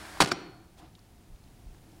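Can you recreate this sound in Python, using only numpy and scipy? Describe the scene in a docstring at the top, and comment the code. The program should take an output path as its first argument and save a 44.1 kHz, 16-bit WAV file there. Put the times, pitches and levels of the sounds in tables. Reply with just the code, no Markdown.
"""A faint whirr of free-spinning wheels is heard first, as a kick scooter drops out of a jump.
It lands on asphalt in a quick run of impacts that excite the modes of its frame and loose parts.
The rider's weight thuds on the deck, and a last sharp clack leaves the metal handlebar ringing.
The houses of the quiet street reflect the blows; the scooter rolls on, humming and ticking, in light wind."""
import sys
import numpy as np
from scipy import signal
from scipy.fft import rfft, irfft
from scipy.io import wavfile

SR = 44100
rng = np.random.default_rng(int(sys.argv[2]) if len(sys.argv) > 2 else 0)


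def waveform_to_disk(signal):
    """Save audio, clipped to [-1, 1], as 16-bit WAV at the path in sys.argv[1]."""
    frames = np.transpose(np.atleast_2d(signal))
    scaled = np.clip(frames, -1, 1) * 32767
    samples = np.round(scaled).astype(np.int16)
    wavfile.write(sys.argv[1], SR, samples)


N = 88200
TIME = np.arange(N) / SR
BAND_EDGES_HZ = np.geomspace(20, 17000, 25)
CONTACT_S = .0005  # rise time of a blow


def landing():
    """Impact excitation: the wheels slam down, loose parts rattle, and frame and deck ring."""
    # blows of the landing: (time [s], clatter level [dB], frame level [dB])
    blows = [(.2030, -6.5, -3), (.2050, 0.5, -1.5), (0.2104, -1.5, -4.5), (0.2147, -2.5, -8.5),
             (0.2199, -2, -7), (.2240, -9, -6.5), (0.2287, -14, -8), (.237, -13.5, -15.5), (.244, -16, -19),
             (0.246, -15.5, -30), (.259, -16.5, -25.5), (.273, -18.5, -14.5), (0.281, -24, -28),
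             (0.288, -22, -19)]
    # spectrum of the loose parts: (frequency [Hz], level [dB])
    rattle_spectrum = [(70, -45), (150, -32.5), (330, -24), (520, -26), (1000, -21.5), (1800, -20),
                       (3000, -20.5), (4500, -18.5), (6200, -22), (8000, -22), (10500, -25), (12500, -33.5),
                       (16000, -37.5)]
    # their damping: (frequency [Hz], T60 [s])
    rattle_t60 = [(150, .06), (1000, 0.028), (4000, 0.024), (12000, 0.024)]
    # modes of deck and frame: (frequency [Hz], level [dB], T60 [s])
    frame_modes = [(300, -21, 0.058), (407.2, -30, .07), (692, -29, .1), (786, -19, 0.043),
                   (1057, -22, 0.027), (1206, -29.5, 0.079), (1457, -30.5, 0.15), (1656, -29, 0.05),
                   (1880, -31, 0.037), (2100, -24.5, 0.042), (2934, -31.5, .07), (3047, -30, 0.05),
                   (4460, -27.5, 0.079), (5186, -35.5, 0.042)]
    # wheels hitting the ground: (time [s], level [dB], frequency [Hz], T60 [s])
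    slams = [(0.2026, -12, 399.3, 0.011), (0.2037, -5, 1020, .014)]
    # the rider's weight on the deck: (time [s], level [dB], frequency [Hz], T60 [s])
    thuds = [(.211, -24.5, 201, .07), (0.2365, -19, 187, .04), (0.2339, -27, 134, 0.083)]
    rattle = clatter([(s, db) for s, db, _ in blows], rattle_spectrum, rattle_t60)
    frame = strike([(s, db) for s, _, db in blows], frame_modes)
    return rattle + frame + sum(ring(*impact) for impact in slams + thuds)


def last_clack():
    """Free vibration: the second wheel claps down, and the lightly damped bar outlasts the fork."""
    # contacts of the wheel: (time [s], level [dB])
    clacks = [(.3135, -5), (.3168, -3.5), (.3188, -1.5), (.3212, -6.5)]
    # modes of wheel and fork: (frequency [Hz], level [dB], T60 [s])
    fork_modes = [(122, -30, 0.043), (244, -28.5, 0.068), (357.6, -23.5, 0.078), (695, -28.5, 0.074),
                  (1148, -24.5, 0.025), (1437, -13.5, 0.013), (1582, -23, 0.029), (2340, -21, 0.013),
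                  (4540, -23, .025), (4700, -25.5, 0.015), (5336, -40, 0.099)]
    # modes of the handlebar tube, one close pair beating: (frequency [Hz], level [dB], T60 [s])
    bar_modes = [(326, -46.5, .8), (1190, -49, 0.527), (1370, -45.5, 0.38), (4339, -46.5, 0.63),
                 (4341, -53.5, 0.61), (4800, -56, .33), (5720, -47.5, 0.31)]
    # spectrum of the fork's clatter: (frequency [Hz], level [dB])
    fork_spectrum = [(100, -50), (300, -56.5), (800, -37), (1400, -27.5), (2800, -34), (4500, -27.5),
                     (6500, -34.5), (9000, -37.5), (12500, -43), (16000, -48)]
    # its damping: (frequency [Hz], T60 [s])
    fork_t60 = [(150, 0.033), (1500, 0.015), (10000, 0.024)]
    struck_s = .3168
    ringing = sum(ring(struck_s, db, hz, t60) * (-1) ** k  # modes alternate in polarity
                  for k, (hz, db, t60) in enumerate(fork_modes + bar_modes))
    return ringing + clatter(clacks, fork_spectrum, fork_t60)


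def ticks():
    """Contact transients: fittings and grit each give a noisy scratch and a shorter damped ring."""
    # small contacts: (time [s], ring level [dB], frequency [Hz], scratch T60 [s])
    contacts = [(0.052, -30.5, 1450, 0.013), (0.072, -37, 1110, .006), (0.172, -24.5, 1001, 0.0072),
                (.952, -44.5, 3910, 0.019), (.992, -50, 4490, 0.014), (0.983, -54.5, 1002, 0.036),
                (1.36, -52.5, 3593, .01), (1.44, -52, 4500, .012), (1.477, -56, 2950, .008),
                (1.747, -42, 1300, 0.0073), (1.918, -52, 4400, 0.014), (1.945, -57, 4600, 0.017)]
    scratch_db, spread = -6, 2 ** .4  # relative to the ring; 0.4 octave to either side
    out = 0
    for s, db, hz, t60 in contacts:
        scratch = decay(s, t60, CONTACT_S) * band_noise(hz / spread, hz * spread)
        out = out + ring(s, db, hz, .4 * t60) + from_db(db + scratch_db) * scratch
    return out


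def wheels():
    """Friction noise: bearings whirr until touchdown; later a tyre scuffs and grinds briefly."""
    # free-spinning wheels: (frequency [Hz], level [dB])
    whirr_spectrum = [(100, -63.5), (200, -62), (330, -59.5), (480, -68.5), (750, -53), (1000, -61.5),
                      (1400, -51.5), (2800, -60), (4500, -57.5), (6200, -62.5), (9000, -59), (12500, -61),
                      (16000, -65.5)]
    # the tyre scuffing as the rider straightens: (frequency [Hz], level [dB])
    scuff_spectrum = [(200, -87), (800, -66), (2000, -73), (4000, -63.5), (8000, -70), (15000, -74)]
    # the tyre grinding: (frequency [Hz], level [dB])
    grind_spectrum = [(120, -80), (320, -76), (500, -71), (800, -64), (2000, -72), (4500, -71.5),
                      (9000, -98)]
    touchdown_s, fade_s = .21, .05
    airborne = np.exp(-np.maximum(TIME - touchdown_s, 0) / fade_s)
    whirr = airborne * noise(whirr_spectrum)
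    scuff = swell(centre_s=.791, width_s=.011) * noise(scuff_spectrum)
    grind = swell(centre_s=.835, width_s=.038) * noise(grind_spectrum)
    return whirr + scuff + grind


def deck_hum():
    """Forced vibration: the turning wheels drive two resonances of the deck."""
    # deck resonances: (frequency [Hz], bandwidth [Hz], level [dB])
    resonances = [(321.4, 50, -67.5), (739, 90, -71)]
    # rise and fall of the hum: (time [s], gain [dB])
    contour = [(0, 2), (.2, 8.5), (.45, 9.5), (.6, 4.5), (.72, -22), (.83, 14.5), (.92, -7), (1.4, -5),
               (1.65, 1), (1.85, -5.5), (2, 4)]
    hum = sum(from_db(db) * band_noise(hz - width / 2, hz + width / 2, settle_samples=N)
              for hz, width, db in resonances)
    return hum * gain_curve(contour)


def houses(sound):
    """Reverberation: house fronts scatter the sound back, the high frequencies dying first."""
    # strength of the reflections: (frequency [Hz], gain [dB])
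    reflection_gains = [(70, -20), (130, -10), (220, -15.5), (330, -11.5), (520, -15), (1000, -19.5),
                        (1600, -17.5), (3000, -15.5), (4500, -22.5), (7000, -21.5), (14000, -28)]
    # reverberation time: (frequency [Hz], T60 [s])
    reverb_t60 = [(120, 1.2), (330, 0.82), (800, 0.77), (2500, .62), (5000, .5), (10000, .35)]
    response = 0
    for hz, band in noise_bands():
        tail = band * decay(start_s=.026, t60=at_hz(reverb_t60, hz), rise_s=.029)
        spectrum_share = hz * np.log(BAND_EDGES_HZ[1] / BAND_EDGES_HZ[0]) / (SR / 2)
        tail *= np.sqrt(spectrum_share / np.sum(tail ** 2))  # about unit gain within the band
        response = response + from_db(at_hz(reflection_gains, hz)) * tail
    return signal.fftconvolve(sound, response)[:N]


def street():
    """Broadband ambient noise of air and rolling, with two puffs of turbulence at the microphone."""
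    # street air and rolling wheels: (frequency [Hz], level [dB])
    air_spectrum = [(25, -66.5), (55, -64), (110, -61.5), (200, -65), (330, -68), (500, -73.5), (750, -71),
                    (1200, -75.5), (2500, -75), (5000, -74.5), (10000, -74.5), (12500, -69), (15000, -69.5)]
    # preset swell of the background hiss, as of a recorder's gain recovering: (time [s], gain [dB])
    gain_recovery = [(0, -7), (.6, -3), (1.1, -2.5), (1.4, -1.5), (1.7, -0.5), (2, 0)]
    # puffs of wind: (time [s], width [s], level [dB])
    gusts = [(1.33, 0.023, -46), (1.693, 0.021, -44.5)]
    # rumble of the wind: (frequency [Hz], relative level [dB])
    wind_spectrum = [(22, -3), (35, -2), (55, 3), (85, -14), (150, -28), (400, -58)]
    out = gain_curve(gain_recovery) * noise(air_spectrum)
    wind = noise(wind_spectrum)
    for s, width_s, db in gusts:
        envelope = swell(s, width_s)
        puff = envelope * wind
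        out += from_db(db) * puff * envelope.std() / puff.std()
    return out


def ring(start_s, db, hz, t60):
    """Damped oscillation of one struck mode."""
    return from_db(db) * np.cos(2 * np.pi * hz * (TIME - start_s)) * decay(start_s, t60, .28 / hz)


def strike(hits, modes):
    """Modal superposition: every hit feeds energy into all the modes of a body."""
    return sum(from_db(db) * hit_envelope(hits, t60) * np.sin(2 * np.pi * (hz * TIME + rng.random()))
               for hz, db, t60 in modes)


def clatter(hits, spectrum, t60s):
    """Modal overlap: a crowd of short-lived modes merges into decaying bands of noise."""
    return sum(from_db(at_hz(spectrum, hz)) * hit_envelope(hits, at_hz(t60s, hz)) * band
               for hz, band in noise_bands())


def hit_envelope(hits, t60):
    """Incoherent addition: the decays of all hits (time [s], level [dB]) sum in energy."""
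    one_hit = decay(0, t60, CONTACT_S)
    energy = np.zeros(N)
    for s, db in hits:
        start = int(s * SR)
        energy[start:] += (from_db(db) * one_hit[:N - start]) ** 2
    return np.sqrt(energy)


def decay(start_s, t60, rise_s):
    """Exponential damping after a quick rise: 60 dB of fall in t60 seconds."""
    age = np.maximum(TIME - start_s, 0)
    return (1 - np.exp(-age / rise_s)) * np.exp(-np.log(1000) * age / t60)


def swell(centre_s, width_s):
    """A Gaussian rise and fall."""
    return np.exp(-.5 * ((TIME - centre_s) / width_s) ** 2)


def band_noise(low_hz, high_hz, order=2, settle_samples=0):
    """Band-pass filtering of white noise, scaled to unit rms."""
    bandpass = signal.butter(order, [low_hz, high_hz], "band", fs=SR, output="sos")
    band = signal.sosfilt(bandpass, rng.standard_normal(N + settle_samples))[-N:]
    return band / band.std()


def noise_bands():
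    """A constant-Q filter bank: yield (centre [Hz], noise) across the audible range."""
    for low, high in zip(BAND_EDGES_HZ, BAND_EDGES_HZ[1:]):
        yield np.sqrt(low * high), band_noise(low, high, order=3, settle_samples=SR // 2)


def noise(spectrum):
    """Spectral shaping: steady noise with the given band levels."""
    return sum(from_db(at_hz(spectrum, hz)) * band for hz, band in noise_bands())


def at_hz(points, hz):
    """Interpolation on a logarithmic frequency axis."""
    freqs, values = np.transpose(points)
    return np.interp(np.log(hz), np.log(freqs), values)


def gain_curve(points):
    """Interpolation of (time [s], gain [dB]) into an amplitude envelope."""
    return from_db(np.interp(TIME, *np.transpose(points)))


def from_db(db):
    """Decibels to amplitude ratio."""
    return 10 ** (np.asarray(db) / 20)


def scene():
    """Superposition of the impacts, their reflections, the rolling and the street, in mono."""
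    impacts = landing() + last_clack() + ticks()
    return (impacts + houses(impacts) + wheels() + deck_hum() + street())[None]


def record(dry):
    """Limited bandwidth: the microphone dulls the top octave and cuts the very top steeply."""
    shelf_hz, shelf_db, cutoff_hz = 10900, -5, 15800
    hz = np.fft.rfftfreq(2 * N, 1 / SR)
    above_shelf = 1 / (1 + (shelf_hz / np.maximum(hz, 1000)) ** 40)
    dulled = irfft(rfft(dry, 2 * N) * from_db(shelf_db * above_shelf))[:, :N]
    lowpass = signal.ellip(12, .1, 80, cutoff_hz, fs=SR, output="sos")
    return signal.sosfilt(lowpass, dulled)


dry = scene()
out = record(dry)
waveform_to_disk(out)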